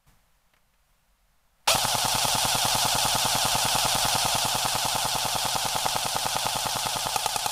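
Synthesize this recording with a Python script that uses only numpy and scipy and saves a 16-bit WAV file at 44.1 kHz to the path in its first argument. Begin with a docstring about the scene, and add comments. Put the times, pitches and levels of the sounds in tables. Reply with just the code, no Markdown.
"""Quiet outdoor air with a soft bump and faint clicks comes first, as a battery-powered BB rifle is readied.
Then its motor surges and it fires ten shots a second under a canopy. Tones locked to the gear teeth whine,
falling as the spring is wound and racing when the piston is let go; the loaded teeth scrape.
The piston thumps on its air cushion, then lands, exciting decaying modes of the gun's body;
once the BBs run out it slams home with a hard crack."""
import sys
import numpy as np
from scipy import signal
from scipy.fft import rfft, irfft, next_fast_len
from scipy.io import wavfile
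from scipy.ndimage import map_coordinates

SR = 44100
rng = np.random.default_rng(int(sys.argv[2]) if len(sys.argv) > 2 else 0)


def unload_wav(signal):
    """Save mono or channel-first audio to the path in sys.argv[1] as 16-bit WAV at rate SR, clipped to [-1, 1]."""
    wavfile.write(
        sys.argv[1],
        SR,
        np.round(np.clip(np.atleast_2d(signal).T, -1, 1) * 32767).astype(np.int16),
    )


N = 331407

MOTOR_ON_S = 1.6725  # the trigger closes the circuit
LOADED_COUNT, EMPTY_COUNT = 54, 4  # strokes with a BB in the barrel, then strokes on an empty one


def amp(db):
    """Amplitude gain is ten to the power of level in decibels over twenty."""
    return 10 ** (np.asarray(db) / 20)


def unit(x):
    """Normalisation: dividing by the root mean square makes it 1."""
    return x / np.sqrt(np.mean(x ** 2) + 1e-20)


def along(points, hz):
    """Linear interpolation of (Hz, value) points on a logarithmic frequency axis."""
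    f, v = np.transpose(points)
    return np.interp(np.log(hz + 1), np.log(f + 1), v)


def curves(rows):
    """Linear interpolation in time: one value per sample for each column after the time."""
    s, *cols = np.transpose(rows)
    return [np.interp(np.arange(N) / SR, s, c) for c in cols]


def wobble(rate):
    """Slow random modulation: a spline through random knots, rate of them a second."""
    return map_coordinates(rng.standard_normal(N // 8), [np.arange(N) * rate / SR], mode="wrap")


def filtered(x, gain):
    """Linear filtering: the spectrum of x is multiplied by a gain that depends on frequency."""
    padded = next_fast_len(N + 8192)
    spectrum = rfft(x, padded) * gain(np.fft.rfftfreq(padded, 1 / SR))
    return irfft(spectrum, padded)[:N]


def noise(spectrum):
    """Coloured noise: white noise shaped by a spectrum of (Hz, dB per Hz), then scaled to rms 1."""
    white = rng.standard_normal(N)
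    return unit(filtered(white, lambda hz: amp(along(spectrum, hz))))


def fade(t, t60):
    """Exponential decay of a damped vibration, 60 dB down after t60 seconds."""
    return np.exp(-np.log(1000) * t / t60)


def add(track, s, sound):
    """Superposition: mix a sound into the track at time s."""
    part = track[max(round(s * SR), 0):][:len(sound)]
    part += sound[:len(part)]


def outdoor_air():
    """Ambient noise is broadband and steady in colour, while its level drifts at random."""
    # Outdoor background. Each row: frequency in Hz, relative level in dB per Hz.
    air_spectrum = [(20, 2), (50, 1.5), (87, -15.5), (160, -10.5), (270, -22), (370, -23), (520, -17),
                    (750, -14), (1150, -15.5), (1800, -19), (5700, -26), (15500, -28)]
    return amp(-66.5 + wobble(6.5)) * noise(air_spectrum)


def handling():
    """Brief contacts give noise bursts that decay: faint clicks and bumps as the gun is settled on its rest."""
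    # Small clicks of the gun being readied. Each row: start in seconds, relative level in dB.
    click_rows = [(.536, -51), (.566, -54), (.738, -58), (1.663, -54)]
    # Soft handling bumps. Each row: start in seconds, relative level in dB.
    bump_rows = [(0.064, -54.5), (.875, -71)]
    t = np.arange(SR // 4) / SR
    clicks, bumps = np.zeros(N), np.zeros(N)
    for s, db in click_rows:
        add(clicks, s, amp(db - 3) * fade(t, 0.05))
    for s, db in bump_rows:
        soft_onset = 1 - np.exp(-t / 0.008)
        add(bumps, s, amp(db + 2) * fade(t, 0.44) * soft_onset)
    # spectra in (Hz, dB per Hz)
    tick = noise([(300, -4), (700, 1), (2200, 2), (4000, -11), (14000, -22)])
    thud = noise([(25, 2), (90, -7), (180, -4), (240, -16), (350, -20),
                  (900, -17), (3000, -26), (12000, -30)])
    return clicks * tick + bumps * thud


def canopy(x):
    """Reverberation as convolution with decaying noise: the short answer of canopy, banners and bench."""
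    # Reverberation time. Each row: frequency in Hz, t60 in seconds.
    canopy_t60 = [(150, 0.17), (350, 0.056), (1000, 0.082), (4000, 0.043), (14000, 0.13)]
    hz, t, z = signal.stft(rng.standard_normal(SR // 3), SR, nperseg=256)
    decayed = z * fade(t, along(canopy_t60, hz)[:, None])
    tail = signal.istft(decayed, SR, nperseg=256)[1]
    # unit energy, arriving 5 ms after the direct sound
    response = np.pad(tail / np.linalg.norm(tail), (SR // 200, 0))
    return signal.fftconvolve(x, response)[:N]


def stroke_times():
    """Phase is the integral of rate: the piston is let go each time the sector gear completes a turn."""
    # The motor's pace, varying a little. Each row: time in seconds, rate in shots per second.
    fire_rate = [(1.75, 9.9765), (3.5, 9.9933), (4.1, 10.0227), (4.8, 9.9805), (5.7, 9.9849), (6.2, 9.9535),
                 (7, 9.9375), (7.1, 10.045), (7.5, 9.924)]
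    first_shot_s = 1.7517
    rate, = curves(fire_rate)
    t = np.arange(N) / SR
    turns = np.cumsum(rate) / SR
    turns_since_first = turns - np.interp(first_shot_s, t, turns)
    return np.interp(np.arange(LOADED_COUNT + EMPTY_COUNT), turns_since_first, t)


def drive():
    """A starting transient: the motor's effort in dB surges against the resting gears and settles."""
    # How hard the running motor drives. Each row: time in seconds, level in dB.
    running_drive = [(1.8, -1), (2.4, 0.3), (4.2, 0), (4.7, -2), (5.8, -3.5), (6.1, -4), (6.7, -4),
                     (7.5, -5.5)]
    switch_on_s = 0.0043  # length of the attack
    surge_db, surge_peak_s = 7, 0.023  # size of the starting surge, and its time to crest
    running_db, = curves(running_drive)
    age = np.maximum(np.arange(N) / SR - MOTOR_ON_S, 0)
    attack = np.clip(age / switch_on_s, 1e-3, 1) ** 2
    surge = age / surge_peak_s * np.exp(1 - age / surge_peak_s)
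    return running_db + surge_db * surge + 20 * np.log10(attack)


def tones(table, tooth_hz, rough):
    """Resonance: gear lines swell as they glide through the housing's peaks; uneven teeth roughen them."""
    # How the gearbox housing radiates. Each row: frequency in Hz, gain in dB.
    housing_gain = [(350, -24), (540, -8), (680, 0), (800, .5), (930, 3), (1050, -5), (1330, 1), (1600, -5),
                    (1900, -14), (2550, -1.5), (3000, -1.5), (3370, 1), (3650, 4), (3900, -6), (4300, 2.5),
                    (4800, -4), (5300, -3), (5700, 2.5), (6100, -5), (15500, -11)]
    turns = np.cumsum(tooth_hz) / SR
    out = np.zeros(N)
    for multiple, db in table:
        angle = 2 * np.pi * multiple * turns + rough * wobble(170)
        level = amp(db + along(housing_gain, multiple * tooth_hz))
        out += level * np.sqrt(2) * np.sin(angle)
    return out


def gearbox(times, drive_db):
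    """Gear meshing under varying load: the motor slows while the spring loads the teeth, then races."""
    # The motor starting. Each row: time in seconds, mean tooth rate in Hz, relative spring load in dB.
    spin_up = [(1.674, 329.7, 9), (1.683, 441, 5), (1.697, 551.8, -2), (1.707, 628, 3), (1.72, 671, -0.5),
               (1.735, 660.3, -1.5), (1.744, 655.2, -5)]
    # One gearbox cycle. Each row: seconds after the shot, mean tooth rate in Hz, relative spring load in dB.
    cycle = [(0, 775, -9), (.01, 848, -17), (.018, 888, -20), (.025, 900, -18), (.032, 875, -3.5),
             (.045, 822, -4.5), (.06, 779, -3), (.075, 727, -.5), (.087, 686, -1), (.094, 695, -7)]
    # Gear tones that grow with the load. Each row: multiple of the tooth rate, relative level in dB.
    gear_lines = [(5 / 6, -36.5), (1, -30.2), (7 / 6, -37.5), (5 / 4, -42), (2, -33.3), (3, -37),
                  (4, -34.5), (19 / 4, -38), (5, -33.5), (6, -34.5), (7, -36), (8, -39), (10, -41),
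                  (13, -36)]
    # Motor pinion, singing loaded or free. Each row: multiple of the tooth rate, relative level in dB.
    pinion_lines = [(15 / 4, -39), (15 / 2, -44), (45 / 4, -44)]
    # Scraping of loaded teeth. Each row: frequency in Hz, relative level in dB per Hz.
    grind_spectrum = [(350, -44), (540, -3), (820, -4.5), (1020, -17), (1280, -12), (1900, -16.5),
                      (2700, 2.5), (3600, 0), (3900, -6), (4330, 2.5), (5800, 3), (6700, -9.5), (7500, 1),
                      (15500, -73)]
    # Noise of the spinning motor. Each row: frequency in Hz, relative level in dB per Hz.
    whirr_spectrum = [(30, -4), (200, -14.5), (370, -15), (540, -5), (1220, 2), (1950, -11.5), (3300, -1),
                      (5200, -1.5), (8400, -4.5), (9400, 1.5), (11000, -7.5), (12800, -9), (13900, -6),
                      (15500, -20)]
    scrape_limit_db = -5  # the load beyond which the teeth scrape no harder

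    cycles = [(s + delay, hz, db) for s in times for delay, hz, db in cycle]
    steady_hz, load_db = curves([*spin_up, *cycles])
    tooth_hz = steady_hz * (1 + .004 * wobble(25))
    # teeth scrape in a burst each time they meet
    meshing = unit(1 + .5 * np.cos(2 * np.pi * np.cumsum(tooth_hz) / SR))
    bite = meshing * amp(1.8 * wobble(400))
    scrape = amp(np.minimum(load_db, scrape_limit_db) - 26.0) * bite * noise(grind_spectrum)
    # the loaded gears whine; the motor and its pinion run on through the whole cycle
    whine = amp(load_db - .7) * tones(gear_lines, tooth_hz, rough=.2)
    song = amp(np.maximum(load_db, 0)) * tones(pinion_lines, tooth_hz, rough=.2)
    whirr = amp(-29.0 + 1.44 * wobble(900)) * noise(whirr_spectrum)
    return amp(drive_db) * (scrape + whine + song + whirr)


def blow(soft_hz, crack_db, crack_t60, scatter_db=1):
    """Modal excitation by impact: a soft contact leaves the body's high modes weak, a hard one cracks."""
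    # Modes of the gun's body. Each row: frequency in Hz, mean relative level in dB, t60 in seconds.
    body_modes = [(591, -15.5, 0.03), (660, -21, 0.036), (821.4, 3, 0.014), (967, -0.5, 0.0076),
                  (1216, -12.5, 0.037), (1660, -39, .012), (2543, -13.5, 0.028), (3350, -33, .03),
                  (4180, -5, 0.01), (6430, -4, 0.007), (9100, -5, 0.0089)]
    t = np.arange(SR // 16) / SR
    hz, db, t60 = np.transpose(body_modes)[:, :, None]
    scattered_db = db + scatter_db * rng.standard_normal(hz.shape)
    size = amp(scattered_db) / np.sqrt(1 + (hz / soft_hz) ** 4)
    modes = np.sum(size * np.sin(2 * np.pi * hz * t) * fade(t, t60), axis=0)
    ring = modes * (1 - np.exp(-t / 0.00072))
    # the harder the contact, the brighter its crack
    band = [600, min(3 * soft_hz, SR / 4)]
    b, a = signal.butter(2, band, "band", fs=SR)
    crack = signal.lfilter(b, a, rng.standard_normal(len(t)))
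    return ring + amp(crack_db) * crack * fade(t, crack_t60)


def pickup(times, drive_db):
    """Impact across backlash: the sector gear catches the piston rack with a double clack; slack knocks."""
    out = np.zeros(N)
    for s in times:
        for delay, db in [(.0285, -23.5), (.0302, -20)]:
            clack_s = s + delay + rng.normal(0, .0004)
            level = amp(db + rng.normal(0, 1))
            add(out, clack_s, level * blow(soft_hz=5000, crack_db=-1, crack_t60=0.022))
    knock = amp(-17.0) * blow(soft_hz=2490, crack_db=-18, crack_t60=0.039)
    add(out, MOTOR_ON_S + .009, knock)
    return out * amp(drive_db)


def shot_strengths(shots, drive_db):
    """Energy sharing, as rows (s, air cushion dB, landing dB): a good seal spares the landing."""
    # How hard the piston lands. Each row: time in seconds, mean relative level in dB.
    landing_level = [(1.75, -11.5), (2.3, -15.5), (3.3, -13.5), (5.4, -14), (5.95, -11.5), (6.35, -12),
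                     (6.65, -14), (7.05, -14.5)]
    # Early shots whose air cushion holds so well that the piston barely lands. Each entry: shot, from 0.
    well_sealed = [1, 2, 5]
    sealed_cushion_db, sealed_landing_db = 4, -22  # how those shots differ
    base_cushion_db, cushion_per_drive = -14.5, 1  # relative level, and dB per dB of drive
    cushion_scatter_db, landing_scatter_db = 0.4, 0.04  # from shot to shot

    chance = rng.standard_normal((len(shots), 2))
    sealed = np.isin(np.arange(len(shots)), well_sealed)
    shot_drive_db = drive_db[(shots * SR).astype(int)]
    cushion_db = base_cushion_db + cushion_per_drive * shot_drive_db + cushion_scatter_db * chance[:, 0]
    landing_db = np.interp(shots, *np.transpose(landing_level)) + landing_scatter_db * chance[:, 1]
    cushion_db = cushion_db + sealed_cushion_db * sealed
    landing_db = landing_db + sealed_landing_db * sealed
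    return np.transpose([shots, cushion_db, landing_db])


def piston(shots, slams, drive_db):
    """Trapped air softens impact: release, thump, landing; with no BB to hold it, a hard slam and rebound."""
    slam_db, slam_step_db = -13.5, -0.5  # first empty stroke (relative), and change with each further one
    out = np.zeros(N)
    for s, cushion_db, landing_db in shot_strengths(shots, drive_db):
        release = amp(cushion_db - 6.5) * blow(soft_hz=1190, crack_db=-19, crack_t60=0.008)
        thump = amp(cushion_db + 2) * blow(soft_hz=1750, crack_db=-5.5, crack_t60=0.01)
        landing = amp(landing_db + 2.5) * blow(soft_hz=1660, crack_db=-8.5, crack_t60=0.027)
        add(out, s - .0077, release)
        add(out, s - .0005, thump)
        add(out, s + 0.0074, landing)
    for k, s in enumerate(slams):
        db = slam_db + slam_step_db * k
        slam = amp(db + 4.5) * blow(soft_hz=9020, crack_db=-7, crack_t60=0.016)
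        rebound = amp(db - 1.0) * blow(soft_hz=8970, crack_db=-4.0, crack_t60=0.017)
        add(out, s - .0006, slam)
        add(out, s + .0019, rebound)
    return out


def shove(shots, slams, drive_db, spring_hz=129, spring_db=-60, spring_t60=0.48):
    """Recoil: each stroke rocks the gun, less with no air to compress; the damped spring hums on."""
    # The low shove of a stroke. Each row: frequency in Hz, gain in dB.
    shove_spectrum = [(15, -25), (40, -2.5), (70, -18), (105, 2), (170, -2), (245, -0.5), (340, -5.5),
                      (500, -14), (1500, -60)]
    shove_per_drive = 1.1  # dB of shove per dB of drive
    strokes = np.zeros(N)
    for times, db in [(shots, 18.5), (slams, 14)]:
        for s in times:
            add(strokes, s, amp([db]))
            add(strokes, s + 0.0265, amp([db - 28]))  # the rack is caught again
    strokes *= amp(shove_per_drive * drive_db)
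    # a quarter-cycle phase shift turns each impulse into a back-and-forth swing
    rocking = filtered(strokes, lambda hz: -1j * amp(along(shove_spectrum, hz)))
    t = np.arange(SR // 3) / SR
    hum = amp(spring_db) * np.sin(2 * np.pi * spring_hz * t) * fade(t, spring_t60)
    return rocking + signal.fftconvolve(strokes, hum)[:N]


def scene():
    """Superposition of direct and reflected sound: the gun close by, its surroundings, the quiet air."""
    times, drive_db = stroke_times(), drive()
    shots, slams = times[:LOADED_COUNT], times[LOADED_COUNT:]
    gun = handling() + gearbox(times, drive_db) + pickup(times, drive_db)
    gun += piston(shots, slams, drive_db) + shove(shots, slams, drive_db)
    return (gun + amp(-12.5) * canopy(gun) + outdoor_air())[None]


def record(dry):
    """Frequency response: the microphone colours the sound; the recorder keeps nothing above its limit."""
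    # The microphone's colour, scooped in the low mids. Each row: frequency in Hz, gain in dB.
    mic_response = [(260, 0.5), (320, -7.5), (410, -5), (520, -1.5), (14000, -0.5), (15000, 0),
                    (15700, -16)]
    top_hz = 15700
    return filtered(dry[0], lambda hz: amp(along(mic_response, hz)) * (hz < top_hz))[None]


dry = scene()
out = record(dry)
unload_wav(out)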